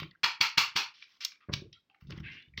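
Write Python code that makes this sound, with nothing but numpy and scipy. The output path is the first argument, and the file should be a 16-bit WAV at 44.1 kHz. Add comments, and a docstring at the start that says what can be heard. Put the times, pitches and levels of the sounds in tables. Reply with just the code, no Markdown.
"""In a small workshop, a steel rifle magazine is jolted four times by hand: stacked cartridges clatter on its walls.
Then the next cartridge slides onto the feed lips, clicks, is thumbed down with dull bumps and scrapes back home.
Clatter, clicks and scrapes are built from tiny random contacts; bumps and squeaks come from resonances.
The sound is close and nearly mono, with short room echoes and a faint hiss of room air."""
import sys
import numpy as np
from scipy import signal
from scipy.fft import rfft, irfft, next_fast_len
from scipy.io import wavfile
from scipy.ndimage import uniform_filter1d

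SR = 44100
rng = np.random.default_rng(int(sys.argv[2]) if len(sys.argv) > 2 else 0)


def put_to_file(sound):
    """Save the sound as 16-bit audio at rate SR, in the file named by the first command-line argument."""
    columns = np.atleast_2d(sound).T  # one column per channel
    safe = np.clip(columns, -1, 1)
    whole_steps = np.round(safe * 32767)
    wavfile.write(sys.argv[1], SR, whole_steps.astype(np.int16))


N = 114660
TIME = np.arange(N) / SR

SHELL_DB, SHELL_FAR_DB = -15, -21.5  # ring of the shell: straight to the microphone, and towards the walls
# The stack hits the magazine wall. Columns: peak_s, level_db, lead_s (first touch before the peak),
# build_up_db, die_away_s, tilt_db_per_octave, bass_db, room_db
JOLT_HITS = [(0.247, -20.5, 0.014, 12.5, 0.00092, -2.05, -5.5, -3),
             (0.4127, -19.5, 0.0068, 27, 0.0027, 0.06, -2, -1.5),
             (0.5828, -17.5, .009, 15, 0.0033, .5, 1, -2), (0.7636, -25.5, .012, 39, 0.0068, 0, 4.5, 2)]


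def jolts(count=4):
    """Each jolt reaches the microphone directly and radiates differently towards each wall."""
    out = np.zeros(N)
    walls = [room_response() / np.sqrt(count) for _ in range(count)]
    for jolt in JOLT_HITS:
        peak_s, lead_s, room_db = jolt[0], jolt[2], jolt[-1]
        start_s = peak_s - lead_s
        add(out, start_s, rattle(jolt, SHELL_DB))
        for wall in walls:
            echo = signal.fftconvolve(rattle(jolt, SHELL_FAR_DB), wall)
            add(out, start_s, from_db(room_db) * echo)
    return out


JOLT_CONTACTS_PER_S = 11000
SHELL_DETUNE = 0.015  # typical random pitch shift of each resonance, as a fraction
# Tone of the clatter before tilt and bass are added. Columns: pitch_hz, gain_db
JOLT_TONE = [(29, -71), (50, -39), (116, -12), (163, -19.5), (203, -19.5), (428, -19), (472, -20),
             (646, -25), (927, -5), (1150, -6), (1400, -7), (2010, -7), (2440, 0.5), (3760, -7.5),
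             (4560, -2.5), (5400, -7), (9410, -37), (14900, -26.5), (16000, -32)]
# Resonances of the magazine shell before the random pitch shift.
# Columns: pitch_hz, relative_level_db, t60_s (time to fade by 60 dB)
SHELL_MODES = [(950, -31, 0.1), (1384, -24.5, .06), (1690, -31, 0.055), (2270, -17.5, .015),
               (2620, -35.5, .07), (2870, -24.5, .015), (3320, -15, 0.028), (4110, -23.5, 0.045),
               (4350, -17, 0.016), (5700, -29, .02)]


def rattle(jolt, shell_db):
    """Cartridges land one after another within milliseconds and ring the shell."""
    _, level_db, lead_s, build_db, fall_s, tilt, bass_db, _ = jolt
    t = np.arange(SR // 6) / SR - lead_s
    build_up = from_db(build_db * np.minimum(t, 0) / lead_s)
    die_away = np.exp(-np.maximum(t, 0) / fall_s)
    contacts = grains(len(t), JOLT_CONTACTS_PER_S) * build_up * die_away
    shell = []
    for hz, mode_db, t60 in SHELL_MODES:
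        shell.append((hz * (1 + SHELL_DETUNE * rng.standard_normal()), mode_db, t60))
    clatter = contacts + ring(contacts, shell, 0) * from_db(shell_db)

    def tone_db(hz):
        slope_db = tilt * np.log2(np.maximum(hz, 700) / 3000)
        return at_hz(JOLT_TONE, hz) + slope_db + bass_db / (1 + (hz / 600) ** 4)
    return from_db(level_db) * unit_hit(colour(clatter, tone_db))


CLICK_FALL_S, CLICK_SKIRT_DB = 0.003, -30  # skirt: relative level far away from the main pitch
# Single metal contacts. Columns: main_blow_s, level_db, centre_hz, width_octaves, build_up_s, room_db
CLICK_HITS = [(0.0012, -40.5, 3060, 1.43, 0.0014, -5), (0.0313, -44, 1850, 0.95, 0.0014, -28),
              (0.111, -57.5, 3720, 0.28, 0.00014, -21), (0.1133, -62.5, 1870, 0.12, 0.00043, -4),
              (0.1516, -59.5, 1550, 0.18, 0.0016, -14.5), (1.0254, -47, 2600, 0.54, 0.0021, -8.5),
              (1.2488, -29, 5936, 0.73, 0.00004, -14.5), (1.2517, -43.5, 4660, 0.93, 0.00026, -21),
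              (1.3201, -54, 2500, 0.87, 0.0007, -2.5), (1.3555, -66.5, 2600, 0.61, 0.00041, -20),
              (1.5385, -29, 3520, 1.035, 0.0031, -10), (1.7299, -53, 3100, 0.38, 0.00099, -1),
              (1.729, -55.5, 5440, 0.18, 0.0003, -8), (1.8992, -63, 2310, 0.62, .0005, -2),
              (1.9467, -60.5, 2130, .45, 0.0006, -6.5), (2.0117, -63, 2600, 3.7, 0.003, 2),
              (2.071, -64.5, 4930, 0.82, 0.00035, 3), (2.1071, -48.5, 3850, 1.28, 0.0021, -7),
              (2.1245, -47.5, 2560, 0.64, 0.0044, -10.5), (2.1790, -56, 2850, 1.6, 0.0068, -16),
              (2.186, -54, 2400, 0.38, 0.0024, -19), (2.2038, -55.5, 2360, 2.6, 0.0039, -9.5),
              (2.4240, -60, 3220, 0.53, 0.00082, -7.5), (2.5381, -60.5, 2088, 0.13, 0.001, -3),
              (2.5772, -41, 3450, 1.1, 0.0013, 1.5), (2.5765, -37, 2146, 0.19, 0.0006, -7)]


def clicks():
    """A cartridge touches the feed lips or its neighbours, in a quick burst around one blow."""
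    direct, to_room = np.zeros((2, N))
    for blow_s, level_db, hz, octaves, rise_s, room_db in CLICK_HITS:
        contacts = cluster(rise_s, CLICK_FALL_S, main=1.4)
        click = from_db(level_db) * unit_hit(metal(contacts, hz, octaves, CLICK_SKIRT_DB))
        start_s = blow_s - .03  # the main blow sits 30 ms into the burst
        add(direct, start_s, click)
        add(to_room, start_s, click * from_db(room_db))
    return np.array([direct, to_room])


BUMP_LOW_HZ = 92  # the bass weakens below this
# Hands bump the magazine. Columns: start_s, level_db, softness_hz (treble fades above this), room_db
BUMP_HITS = [(0.002, -46, 286, -11), (0.0209, -41, 631, -6.5), (0.235, -48, 250, -11.5),
             (0.405, -47, 500, -14), (0.574, -41.5, 400, -10), (0.756, -44.5, 400, -21.5),
             (1.4861, -43, 700, -5), (1.496, -32.5, 556, -1.5), (1.5365, -33.5, 309.4, -3.5),
             (1.571, -43, 199, -9), (1.599, -48.5, 353, -5), (1.6200, -45, 463, 1), (1.678, -58, 258, -19),
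             (2.023, -48, 158, 4), (2.067, -48.5, 202, 8), (2.087, -43.5, 203, 4.5),
             (2.101, -46.5, 430, 9.5), (2.11, -39.5, 203, -13), (2.176, -38.5, 259, -0.5),
             (2.2010, -39, 209, 4), (2.247, -50, 200, -9), (2.475, -57.5, 123, -12),
             (2.4950, -58.5, 108, 5), (2.539, -51.5, 104.8, 5), (2.5810, -42.5, 307, 4.5)]
# Resonances of the magazine held in the hand. Columns: pitch_hz, relative_level_db, t60_s
GRIP_MODES = [(106, -5.5, 0.066), (155, 3, 0.059), (215, 1, 0.01), (325, -1.5, 0.037), (560, -6, .02),
              (1250, -6, 0.03)]


def bumps():
    """Soft pushes of the thumb and blows of the palm shake the hand-damped magazine, which answers with short
    low notes."""
    direct, to_room = np.zeros((2, N))
    response = ring(signal.unit_impulse(SR // 4), GRIP_MODES, np.pi / 2)
    for start_s, level_db, soft_hz, room_db in BUMP_HITS:
        def softness_db(hz):
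            treble_loss = 1 + (hz / soft_hz) ** 6
            bass_loss = 1 + (BUMP_LOW_HZ / (hz + 1)) ** 4
            return -10 * np.log10(treble_loss * bass_loss)
        bump = from_db(level_db) * unit_hit(colour(response, softness_db))
        add(direct, start_s, bump)
        add(to_room, start_s, bump * from_db(room_db))
    return np.array([direct, to_room])


PUSH_DB, PUSH_ROOM_DB = -0.5, -11.5
SLIPS_PER_S = 2200
# Loudness path as the cartridge is pushed home, before PUSH_DB is added. Columns: time_s, level_db
PUSH_PATH = [(2.22, -78), (2.242, -48), (2.262, -48), (2.404, -54), (2.496, -78.5), (2.51, -92)]
# Tone of the grating. Columns: pitch_hz, gain_db
PUSH_TONE = [(500, -39.5), (1150, -35.5), (1600, -4), (2400, -2), (2800, -3), (3400, -10), (4200, -16),
             (5500, -25), (8000, -56)]


def push():
    """The case grates along the feed lips in dense tiny slips."""
    time_s, level_db = np.transpose(PUSH_PATH)
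    slips = rms_one(colour(grains(N, SLIPS_PER_S), lambda hz: at_hz(PUSH_TONE, hz)))
    path_db = np.interp(TIME, time_s, level_db, left=-150, right=-150)
    grating = slips * from_db(PUSH_DB + path_db)
    return np.array([grating, grating * from_db(PUSH_ROOM_DB)])


SQUEAK_WIDTH_HZ, SQUEAK_EDGE_S, SQUEAK_ROOM_DB = 54, 0.0096, -18.5
# Narrow squeaks and groans of the sliding cartridge and thumb. Columns: start_s, length_s, level_db,
# fade_db (drop over the length; negative grows), start_hz, end_hz
SQUEAK_SLIDES = [(0.022, .13, -45.5, 20, 155.5, 154.4), (0.015, .065, -48.5, 13, 325, 332.5),
                 (1.39, 0.068, -72, -9, 1265, 1232), (1.613, 0.063, -51, 11, 328, 476),
                 (1.744, .05, -71, -4, 1386, 1357), (1.893, .11, -70, 1.5, 780, 779),
                 (2.238, 0.058, -52, 0, 2538, 2707), (2.305, 0.19, -49.5, 23.5, 2734, 2940),
                 (2.255, 0.022, -48.5, -1.5, 1582, 1630), (2.276, 0.21, -50.5, 28, 2052, 2280),
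                 (2.382, 0.12, -66.5, 3.5, 3410, 3575)]


def squeaks():
    """Friction feeds one narrow resonance, which glides as the contact point moves."""
    out = np.zeros(N)
    for start_s, length, level_db, fade_db, start_hz, end_hz in SQUEAK_SLIDES:
        pitch_hz = np.interp(TIME, [0, length], [start_hz, end_hz])
        phase = 2 * np.pi * np.cumsum(pitch_hz) / SR
        # two random modulations blur the pure tone into a narrow band
        tone = (1 + .5 * wander(SQUEAK_WIDTH_HZ)) * np.cos(phase)
        tone = tone + 0.74 * wander(SQUEAK_WIDTH_HZ) * np.sin(phase)
        add(out, start_s, from_db(level_db) * stroke(length, SQUEAK_EDGE_S, fade_db) * tone)
    return np.array([out, out * from_db(SQUEAK_ROOM_DB)])


RUB_EDGE_S, RUB_GRAINS_PER_S, RUB_ROOM_DB = 0.0037, 1900, -3.5
RUB_FLICKER_DB, RUB_SKIRT_DB = 0.5, -34
# Metal and skin rub on metal. Columns: start_s, length_s, level_db (before flicker),
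# fade_db (drop over the length; negative grows), centre_hz, width_octaves
RUB_SLIDES = [(0.004, 0.045, -44.5, 20, 3000, 0.43), (2.093, 0.12, -60, 4.5, 1300, 1.5),
              (0.938, .11, -60, -3, 3450, 0.87), (1.067, .11, -64, 1.5, 3700, 1.25),
              (1.2040, 0.064, -44, 5, 3890, 1.03), (1.404, 0.043, -62.5, 4, 1920, 0.85),
              (1.488, 0.0207, -46, 14, 1050, 0.66), (1.597, 0.025, -81, 15, 2520, 1.1),
              (2.25, 0.24, -61, 12, 255, 0.43), (2.23, 0.15, -67, 6.5, 950, 0.92),
              (2.315, .05, -59.5, 4, 4800, 0.61)]


def rubs():
    """Short uneven slides made of dense little catches."""
    out = np.zeros(N)
    for start_s, length, level_db, fade_db, hz, octaves in RUB_SLIDES:
        catches = rms_one(metal(grains(SR // 4, RUB_GRAINS_PER_S), hz, octaves, RUB_SKIRT_DB))
        envelope = stroke(length, RUB_EDGE_S, fade_db)[:len(catches)]
        add(out, start_s, from_db(level_db) * envelope * catches)
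    out = out * from_db(RUB_FLICKER_DB * wander(48))
    return np.array([out, out * from_db(RUB_ROOM_DB)])


# Shared tone of small metal parts. Columns: pitch_hz, gain_db
METAL_TONE = [(60, -12), (500, -5.5), (1100, 4), (2400, 0.5), (5500, 1), (7000, -17.5), (10500, -28.5),
              (13000, -12), (16000, -7)]


def metal(x, centre_hz, octaves, skirt_db):
    """Small metal parts answer most around one pitch."""
    def gain_db(hz):
        distance = np.log2((hz + 1) / centre_hz) / octaves
        hump = np.exp(-.5 * distance ** 2)
        return at_hz(METAL_TONE, hz) + 20 * np.log10(hump + from_db(skirt_db))
    return colour(x, gain_db)


ROOM_DELAY_S = 0.0011  # silence before the echoes, then an equally long rise
ROOM_BEND = 1.297  # above 1 the echoes fall slowly at first, then faster
# How long the room echoes. Columns: pitch_hz, t60_s
ROOM_FADE = [(100, 0.4044), (300, 0.2061), (1000, 0.27), (3000, 0.26), (5500, 0.24), (8000, 0.24),
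             (11000, 0.2), (15000, 0.22)]
# Tone of the room's echoes. Columns: pitch_hz, gain_db
ROOM_TONE = [(100, -2.5), (400, 0.5), (1000, 3.5), (3000, 1.5), (6000, 1.5), (10000, 0.003), (14000, 3.5)]


def room_response():
    """Dense reflections that hold briefly and then fall, with the deepest bass lasting longest."""
    t = np.arange(SR // 2) / SR
    white = rfft(rng.standard_normal(len(t)))
    hz = np.fft.rfftfreq(len(t), 1 / SR)
    out = 0
    for k, (_, t60) in enumerate(ROOM_FADE):
        # neighbouring bands crossfade
        share = at_hz([(f, j == k) for j, (f, _) in enumerate(ROOM_FADE)], hz)
        onset = np.clip(t / ROOM_DELAY_S - 1, 0, 1)
        shape = from_db(-60 * (t / t60) ** ROOM_BEND) * onset
        out = out + irfft(white * share, len(t)) * shape / np.sqrt(np.sum(shape ** 2))
    return colour(out, lambda hz: at_hz(ROOM_TONE, hz))


FLOOR_DB = -74.5
# Tone of the room air. 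Columns: pitch_hz, gain_db
AIR_TONE = [(30, -19), (100, 0), (300, 0.5), (600, -8.5), (1500, -11.5), (5000, -16), (8000, -26.5),
            (11000, -29.5), (14000, -28.5), (16000, -25)]


def room_air():
    """Steady faint hiss: random noise shaped to the tone of the room."""
    noise = colour(rng.standard_normal(N), lambda hz: at_hz(AIR_TONE, hz))
    return from_db(FLOOR_DB) * rms_one(noise)


def from_db(db):
    """Decibels to gain."""
    return 10 ** (np.asarray(db) / 20)


def at_hz(points, hz):
    """Read a table on a log-frequency axis."""
    f, v = np.transpose(points)
    return np.interp(np.log(np.maximum(hz, 1)), np.log(f), v)


def rms_one(x):
    """Scale to unit rms (average strength)."""
    return x / np.sqrt(np.mean(x ** 2) + 1e-20)


def unit_hit(x):
    """Scale to the energy of 10 ms at unit rms."""
    return x / np.sqrt(np.sum(x ** 2) / (.01 * SR) + 1e-20)


def add(out, start_s, x):
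    """Mix x in from start_s, trimming what falls outside."""
    i = int(round(start_s * SR))
    x, i = x[max(-i, 0):], max(i, 0)
    out[i:i + len(x)] += x[:max(N - i, 0)]


def colour(x, db_at):
    """Causal (minimum-phase) filter with the gain db_at(Hz)."""
    n = 2 * next_fast_len(len(x) // 2 + 2048)
    hz = np.arange(n // 2 + 1) * SR / n
    cepstrum = irfft(np.log(from_db(db_at(hz))), n)
    # folding the cepstrum forward in time keeps the filter from sounding early
    cepstrum[1:n // 2] *= 2
    cepstrum[n // 2 + 1:] = 0
    return irfft(rfft(x, n) * np.exp(rfft(cepstrum)), n)[:len(x)]


def ring(x, modes, phase):
    """Sum of decaying partials set off by x."""
    t = np.arange(len(x)) / SR
    response = 0
    for hz, level_db, t60 in modes:
        response = response + from_db(level_db - 60 * t / t60) * np.cos(2 * np.pi * hz * t - phase)
    return signal.fftconvolve(x, response)[:len(x)]


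CONTACTS_PER_S, CONTACT_SPREAD_DB = 5000, 1.5  # contact rate in a click; unevenness of all contacts


def grains(size, rate):
    """Random tiny contacts of uneven strength."""
    happens = rng.random(size) < rate / SR
    sign = rng.choice([-1, 1], size)
    strength = from_db(CONTACT_SPREAD_DB * np.clip(rng.standard_normal(size), -2, 2))
    return happens * sign * strength


def cluster(rise_s, fall_s, main):
    """A quarter second in which contacts swell to one main blow, 30 ms in, and die away."""
    t = (np.arange(SR // 4) - int(.03 * SR)) / SR
    decay = np.where(t < 0, np.abs(t / rise_s) ** 0.8, np.abs(t / fall_s))
    x = grains(len(t), CONTACTS_PER_S) * np.exp(-decay)
    x[t == 0] = main
    return x


def wander(hz):
    """Smooth chance of unit rms that changes at about this rate."""
    lowpass = signal.butter(2, hz, fs=SR, output="sos")
    noise = rng.standard_normal(N + 8000)
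    return rms_one(signal.sosfilt(lowpass, noise)[8000:])  # skip the filter's start-up


def stroke(length, edge_s, fade_db):
    """Envelope of one slide: soft edges and a steady change of level."""
    edges = np.clip(np.minimum(TIME, length - TIME) / edge_s, 0, 1)
    return edges * from_db(-fade_db * np.minimum(TIME / length, 1))


SIDE_LAG, WIDTH_DB = 90, -22.5  # sideways treble: delay in samples, level


def scene():
    """Handling sounds in the middle; only the highest treble spreads sideways."""
    direct, to_room = clicks() + bumps() + rubs() + squeaks() + push()
    echoes = signal.fftconvolve(to_room, room_response())[:N]
    mid = direct + echoes + jolts() + room_air()
    highpass = signal.butter(8, 7500, "high", fs=SR, output="sos")
    side = signal.sosfilt(highpass, np.pad(mid, (SIDE_LAG, 0))[:N])
    return mid + from_db(WIDTH_DB) * side * np.array([[1], [-1]])


SUPPRESS_DEPTH_DB = -10
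# Threshold below which a band is turned down. Columns: pitch_hz, threshold_db
SUPPRESS_THRESHOLD = [(100, -75), (400, -75.5), (1500, -82.5), (5000, -76.5), (8000, -93), (15000, -81)]


def suppress(x):
    """A noise suppressor turns down bands that fall under a threshold."""
    hz, _, frames = signal.stft(x, SR, nperseg=512, noverlap=384)
    power = np.abs(np.mean(frames, axis=0)) ** 2
    power = uniform_filter1d(power, size=5, axis=0)  # average neighbouring bands
    threshold = from_db(at_hz(SUPPRESS_THRESHOLD, hz))[:, None] ** 2
    keep = power / (power + threshold)
    frames = frames * from_db(SUPPRESS_DEPTH_DB * (1 - keep))
    return signal.istft(frames, SR, nperseg=512, noverlap=384)[1][:, :N]


PEAK_LIMIT, CUTOFF_HZ = 0.93, 16200


def record(dry):
    """Faint tails are suppressed, peaks are rounded and the top is cut steeply."""
    rounded = PEAK_LIMIT * np.tanh(suppress(dry) / PEAK_LIMIT)
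    lowpass = signal.ellip(10, .2, 80, CUTOFF_HZ, fs=SR, output="sos")
    return signal.sosfilt(lowpass, rounded)


dry = scene()
out = record(dry)
put_to_file(out)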